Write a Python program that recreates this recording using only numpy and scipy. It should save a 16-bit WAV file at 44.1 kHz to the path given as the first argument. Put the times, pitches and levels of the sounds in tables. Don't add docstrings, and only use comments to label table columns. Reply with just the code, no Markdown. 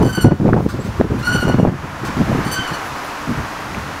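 import sys
import numpy as np
from scipy import signal
from scipy.fft import rfft, irfft, next_fast_len
from scipy.io import wavfile
from scipy.ndimage import map_coordinates

SR = 44100
rng = np.random.default_rng(int(sys.argv[2]) if len(sys.argv) > 2 else 0)


def master(y):
    cut = np.clip(np.atleast_2d(y).T, -1, 1)
    pcm = np.round(cut * 32767)
    wavfile.write(sys.argv[1], SR, pcm.astype(np.int16))


N = 176400
TIME = np.arange(N) / SR


def amp(db):
    return 10 ** (np.asarray(db) / 20)


def unit(x):
    return x / np.sqrt(np.mean(x ** 2) + 1e-20)


def at_frequency(points, hz):
    knots_hz, values = np.transpose(points)
    return np.interp(np.log(hz + 1), np.log(knots_hz + 1), values)


def contours(rows):
    times, *columns = np.transpose(rows)
    return [np.interp(TIME, times, column) for column in columns]


def wobble(rate, size=N):
    return map_coordinates(rng.standard_normal(4000), [np.arange(size) * rate / SR], mode="mirror")


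def filtered(x, response):
    size = next_fast_len(N + SR // 4)
    return irfft(rfft(x, size) * response(np.fft.rfftfreq(size, 1 / SR)), size)[:N]


def noise(spectrum):
    return unit(filtered(rng.standard_normal(N), lambda hz: amp(at_frequency(spectrum, hz))))


def envelope(t, length, attack_s, release_s):
    return np.clip(t / attack_s, 0, 1) * np.exp(-np.clip((t - length) / release_s, 0, 30))


def add(track, start, x):
    i = max(0, round(start * SR))
    track[i:i + len(x)] += x[:N - i]


# (time [s], duration [s], pitch [Hz], fundamental [dB],
# overtones [dB], overtone tilt [dB/octave], friction hiss [dB])
SLIPS = [(0.023, 0.0057, 1503, -38, -30, 2, -38), (0.045, .036, 1510, -28, -30, -1.5, -46),
         (0.088, 0.015, 1533, -23, -31, 0, -42), (0.126, 0.012, 1508, -27, -26, 1.5, -50),
         (0.147, 0.014, 1515, -21, -24.5, 5, -47), (0.166, 0.029, 1492, -23, -26.5, -19, -45),
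         (0.207, 0.02, 1464, -21.5, -23, 4.5, -39), (0.24, 0.029, 1464, -20, -30, -21, -47),
         (1.225, 0.0099, 1410, -24.5, -27.5, -8, -45), (1.245, 0.029, 1453, -23.5, -26, -3.5, -39),
         (1.269, 0.012, 1453, -13, -32, 9, -42), (1.285, 0.043, 1458, -14, -29, -4, -43),
         (1.322, 0.037, 1483, -20.5, -21, -2, -45), (1.364, 0.029, 1445, -17.5, -39, -11, -42),
         (1.401, 0.031, 1439, -20.5, -27.5, -1.5, -43), (1.437, 0.017, 1414, -20.5, -46, -3, -54),
         (1.477, 0.019, 1464, -22.5, -28, -2, -52), (1.504, 0.018, 1440, -34, -35, -15, -59),
         (1.591, 0.016, 1432, -45, -34, -3, -54), (2.446, .01, 1500, -41, -31, 3, -48),
         (2.464, 0.031, 1500, -36, -31.5, 0, -51), (2.512, 0.034, 1521, -32, -21, 2, -39),
         (2.556, 0.039, 1532, -23.5, -23, -17.5, -54), (2.61, 0.044, 1506, -32, -35, -5, -52),
         (2.673, 0.013, 1447, -26, -29.5, -1, -48), (2.732, 0.009, 1482, -27, -27, -2, -47),
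         (2.752, .014, 1420, -39, -40, -8, -50)]
OVERTONES = [1, 1.5, -2.5, -5.5, -4, -13.5, -11, -19, -21.5]
# (frequency [Hz], relative level [dB])
FRICTION_SPECTRUM = [(1500, -20), (3500, -9), (4600, 3), (7000, -5), (9500, 0), (11500, -4), (14500, -4),
                     (16000, -12)]


def hinge_squeaks():
    out, size = np.zeros(N), SR // 8
    t, harmonics = np.arange(size) / SR, np.arange(2, len(OVERTONES) + 2)
    friction = noise(FRICTION_SPECTRUM)
    sag_per_s, flutter_db, rasp_db = 0.088, 2, -16.5
    for start, length, hz, fundamental_db, overtones_db, tilt, hiss_db in SLIPS:
        jitter = 0.011 * wobble(267, size) + 0.007 * wobble(1434, size)
        pitch = hz * (1 - sag_per_s * (t - length / 2) + jitter)
        phase = 2 * np.pi * np.cumsum(pitch) / SR
        gains = amp(np.array(OVERTONES) + tilt * np.log2(harmonics))
        overtones = np.zeros(size)
        for k, gain in zip(harmonics, gains):
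            flutter = amp(flutter_db * wobble(90, size))
            overtones += gain * flutter * np.sin(k * phase + 0.35 * wobble(412, size))
        overtones = unit(overtones) * (1 + amp(rasp_db) * wobble(1291, size))
        hiss = friction[round(start * SR):][:size] * (1 + np.cos(phase))
        fundamental = np.sin(phase + 0.14 * wobble(518, size))
        fundamental = unit(fundamental * amp(1.9 * wobble(170, size)))
        slip = amp(fundamental_db) * fundamental + amp(overtones_db) * overtones + amp(hiss_db) * hiss
        slip *= envelope(t, length, attack_s=0.0036, release_s=0.012)
        add(out, start, roof_reverberation(slip))
    return out


# (time [s], duration [s], source level [dB])
SCRAPES = [(0.687, 0.019, -26), (0.844, .02, -33), (1.186, .012, -30), (2.047, 0.026, -25.5)]
# (frequency [Hz], relative level [dB])
SCRAPE_SPECTRUM = [(500, -20), (1000, 14), (2500, -1), (4500, 0), (8000, -7), (12000, -14), (15500, -13)]


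def mount_scrapes():
    rubbing = sum(amp(db) * envelope(TIME - start, length, attack_s=0.002, release_s=0.018)
                  for start, length, db in SCRAPES)
    return rubbing * noise(SCRAPE_SPECTRUM)


# (time [s], duration [s], pitch [Hz], source level [dB])
WHISTLES = [(0.07, .04, 14500, -46), (0.09, .035, 13300, -45), (0.68, 0.023, 14050, -49),
            (0.797, 0.025, 7690, -42), (0.865, .02, 15550, -55), (1.345, .07, 14600, -43),
            (2.85, .04, 14400, -44), (2.85, .04, 10850, -47), (3.04, .04, 14600, -47),
            (3.037, .025, 13100, -42), (3.04, .015, 10400, -42)]


def hinge_whistles():
    out, size = np.zeros(N), SR // 8
    t = np.arange(size) / SR
    for start, length, hz, db in WHISTLES:
        pitch = hz * (1 + 0.007 * wobble(700, size))
        tone = unit(np.sin(2 * np.pi * np.cumsum(pitch) / SR))
        add(out, start, amp(db) * tone * envelope(t, length, attack_s=0.0043, release_s=0.0083))
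    return out


# (frequency [Hz], time to decay by 60 dB [s])
ROOF_T60 = [(500, 0.4), (1500, 0.38), (3000, 0.38), (6000, 0.34), (9000, 0.21), (14000, 0.047)]


def roof_reverberation(x):
    direct_db, reflected_db = -5.5, -9.5
    hz, t, spectra = signal.stft(rng.standard_normal(SR // 2), SR, nperseg=256)
    decay = amp(-60 * t / at_frequency(ROOF_T60, hz)[:, None])
    _, tail = signal.istft(spectra * decay, SR, nperseg=256)
    out = amp(reflected_db) * signal.fftconvolve(x, tail / np.linalg.norm(tail))
    add(out, 0, amp(direct_db) * x)
    return out[:N]


# (time [s], duration [s], thump level [dB], bright edge level [dB])
GUSTS = [(0.0, 0.036, -8, -15.5), (0.05, 0.029, -13, -21), (0.174, 0.015, -14, -30),
         (0.244, 0.036, -1.5, -11), (0.311, 0.013, -2.5, -14.5), (0.399, 0.047, -12.5, -26),
         (0.451, 0.055, -8, -16), (0.526, 0.02, -8.5, -13.5), (0.562, 0.045, -13.5, -16.5),
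         (0.659, 0.0076, -18.5, -26), (0.738, 0.027, -24.5, -30.5), (0.788, 0.017, -17, -30),
         (0.848, 0.02, -22.5, -35), (0.997, 0.014, -9.5, -22.5), (1.04, 0.017, -12.5, -22),
         (1.102, 0.047, -10.5, -41), (1.191, 0.023, -24.5, -37), (1.28, 0.054, -22, -47),
         (1.346, 0.018, -13.5, -22), (1.422, 0.035, -17, -34), (1.47, 0.03, -12.5, -17.5),
         (1.536, .014, -9, -35), (1.583, 0.021, -11.5, -17), (1.627, 0.035, -11.5, -17.5),
         (1.671, 0.018, -10, -14.5), (1.719, 0.038, -21, -40), (1.835, 0.0048, -18.5, -42),
         (2.034, 0.0056, -16.5, -39), (2.086, 0.017, -21.5, -45), (2.169, 0.02, -14.5, -49),
         (2.202, 0.018, -12.5, -24), (2.271, 0.087, -17, -26), (2.377, 0.016, -13.5, -29),
         (2.461, 0.011, -16, -32), (2.589, 0.018, -20.5, -52), (2.714, 0.009, -23.5, -41),
         (3.272, 0.051, -18.5, -38), (3.699, 0.0097, -28.5, -40), (3.743, 0.045, -26.5, -48)]
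# (frequency [Hz], relative level [dB])
THUMP_SPECTRUM = [(20, -13), (45, -24.5), (80, -3), (130, 3), (200, 0.5), (350, -5), (550, -19),
                  (1000, -36.5), (3000, -97)]
EDGE_SPECTRUM = [(150, 0), (350, 4), (550, 0.5), (1000, -7.5), (1600, -17.5), (2300, -26), (3200, -36),
                 (8000, -48), (16000, -68)]


def gusts():
    attack_s, crackle_db = 0.0043, 4.5
    shapes = np.array([envelope(TIME - start + attack_s / 2, length, attack_s, release_s=0.014)
                       for start, length, _, _ in GUSTS])
    _, _, thump_db, edge_db = np.transpose(GUSTS)
    thumps = amp(thump_db) @ shapes * noise(THUMP_SPECTRUM)
    crackle = unit(noise(EDGE_SPECTRUM) * amp(crackle_db * wobble(260)))
    return thumps + amp(edge_db) @ shapes * crackle


# (time [s], envelope peak [dB], frequency [Hz], width [cycles])
EDDIES = [(0.259, 2, 330, 0.45), (0.327, 1.5, 230, 0.93), (0.458, 0.5, 400, 0.34), (0.4904, 6, 480, 0.33),
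          (0.5334, 0.5, 1390, 1.1), (0.541, -18, 600, .7), (0.565, -5, 590, 0.5), (0.6645, 2, 270, 0.4),
          (1, -18, 276, 0.53), (1.0124, 6.5, 460, 0.44), (1.429, -7, 480, 0.48), (1.499, -1, 513, 0.47),
          (1.5435, -2, 600, 0.21), (1.587, 3, 326, 0.33), (1.5995, 1.5, 447, 0.4), (1.6516, 6, 487, 0.37),
          (2.318, -8.5, 553, 0.85), (3.748, -15, 2400, 1.5)]


def eddy_pops():
    out, t = np.zeros(N), np.arange(-SR // 100, SR // 100) / SR
    for centre, db, hz, cycles in EDDIES:
        window = 1 / np.cosh(np.clip(2 * hz * t / cycles, -30, 30))
        add(out, centre + t[0], -amp(db) * window * np.sin(2 * np.pi * hz * t))
    return out


# (time [s], relative level [dB])
RUMBLE = [(0, -27.5), (0.35, -25), (0.6, -21.5), (0.92, -29), (1.25, -27.5), (1.55, -24.5), (1.72, -27),
          (1.93, -38), (2.25, -24.5), (2.5, -32), (2.8, -41.5), (3.05, -34.5), (3.2, -41.5), (3.35, -28.5),
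          (3.55, -40), (3.8, -30.5), (4, -44)]


def wind_rumble():
    gain_db, swing_db = 2, 3.3
    contour_db, = contours(RUMBLE)
    level = amp(contour_db + gain_db + swing_db * wobble(21.47))
    # (frequency [Hz], relative level [dB])
    spectrum = [(20, -51), (50, -2), (110, 1), (200, -4.5), (350, -14.5), (800, -26), (2500, -55.5)]
    return level * noise(spectrum)


# (time [s], relative body level [dB], relative hiss level [dB])
RUSH = [(0, -36.5, -47.5), (0.2, -34, -54), (0.45, -36, -50), (0.7, -37.5, -52.5), (0.93, -35, -50),
        (1.15, -31.5, -47.5), (1.45, -31, -47.5), (1.7, -32.5, -50.5), (1.95, -31.5, -50),
        (2.2, -27, -44.5), (2.6, -27.5, -44), (3.1, -29.5, -44), (3.3, -29, -45), (4, -30.5, -45.5)]
# (frequency [Hz], relative level [dB])
BODY_SPECTRUM = [(100, -9), (240, -6), (295, 2.5), (350, -6.5), (600, -3), (1050, 1), (1400, -1),
                 (2000, -7), (3000, -16.5), (5000, -53)]
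HISS_SPECTRUM = [(1200, -44), (2500, 4), (4000, 1), (6000, -1), (7000, -4), (8500, -10), (12000, -10.5),
                 (15500, -18)]


def distant_rush():
    body_gain_db, hiss_gain_db = 2, 6.5
    body_db, hiss_db = contours(RUSH)
    body = amp(body_db + body_gain_db + 0.6 * wobble(12)) * noise(BODY_SPECTRUM)
    hiss = amp(hiss_db + hiss_gain_db + 0.1 * wobble(24)) * noise(HISS_SPECTRUM)
    return body + hiss


def gain_control(x):
    threshold_db, slope, attack_s, recovery_db_per_s = -4.5, 0.61, 0.018, 22
    excess_db = np.maximum(20 * np.log10(np.abs(x) + 1e-9) - threshold_db, 0)
    recovery_db = recovery_db_per_s * TIME
    reduction_db = np.maximum.accumulate(slope * excess_db + recovery_db) - recovery_db
    pole = np.exp(-1 / (attack_s * SR))
    return x * amp(-signal.lfilter([1 - pole], [1, -pole], reduction_db))


def scene():
    sign = hinge_squeaks() + roof_reverberation(mount_scrapes() + hinge_whistles())
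    return (sign + distant_rush() + gusts() + wind_rumble() + eddy_pops())[None]


def record(dry):
    knee_sharpness, band_limit_hz = 14, 15750
    x = gain_control(dry[0])
    clipped = x / (1 + np.abs(x) ** knee_sharpness) ** (1 / knee_sharpness)
    return filtered(clipped, lambda hz: hz < band_limit_hz)[None]


dry = scene()
out = record(dry)
master(out)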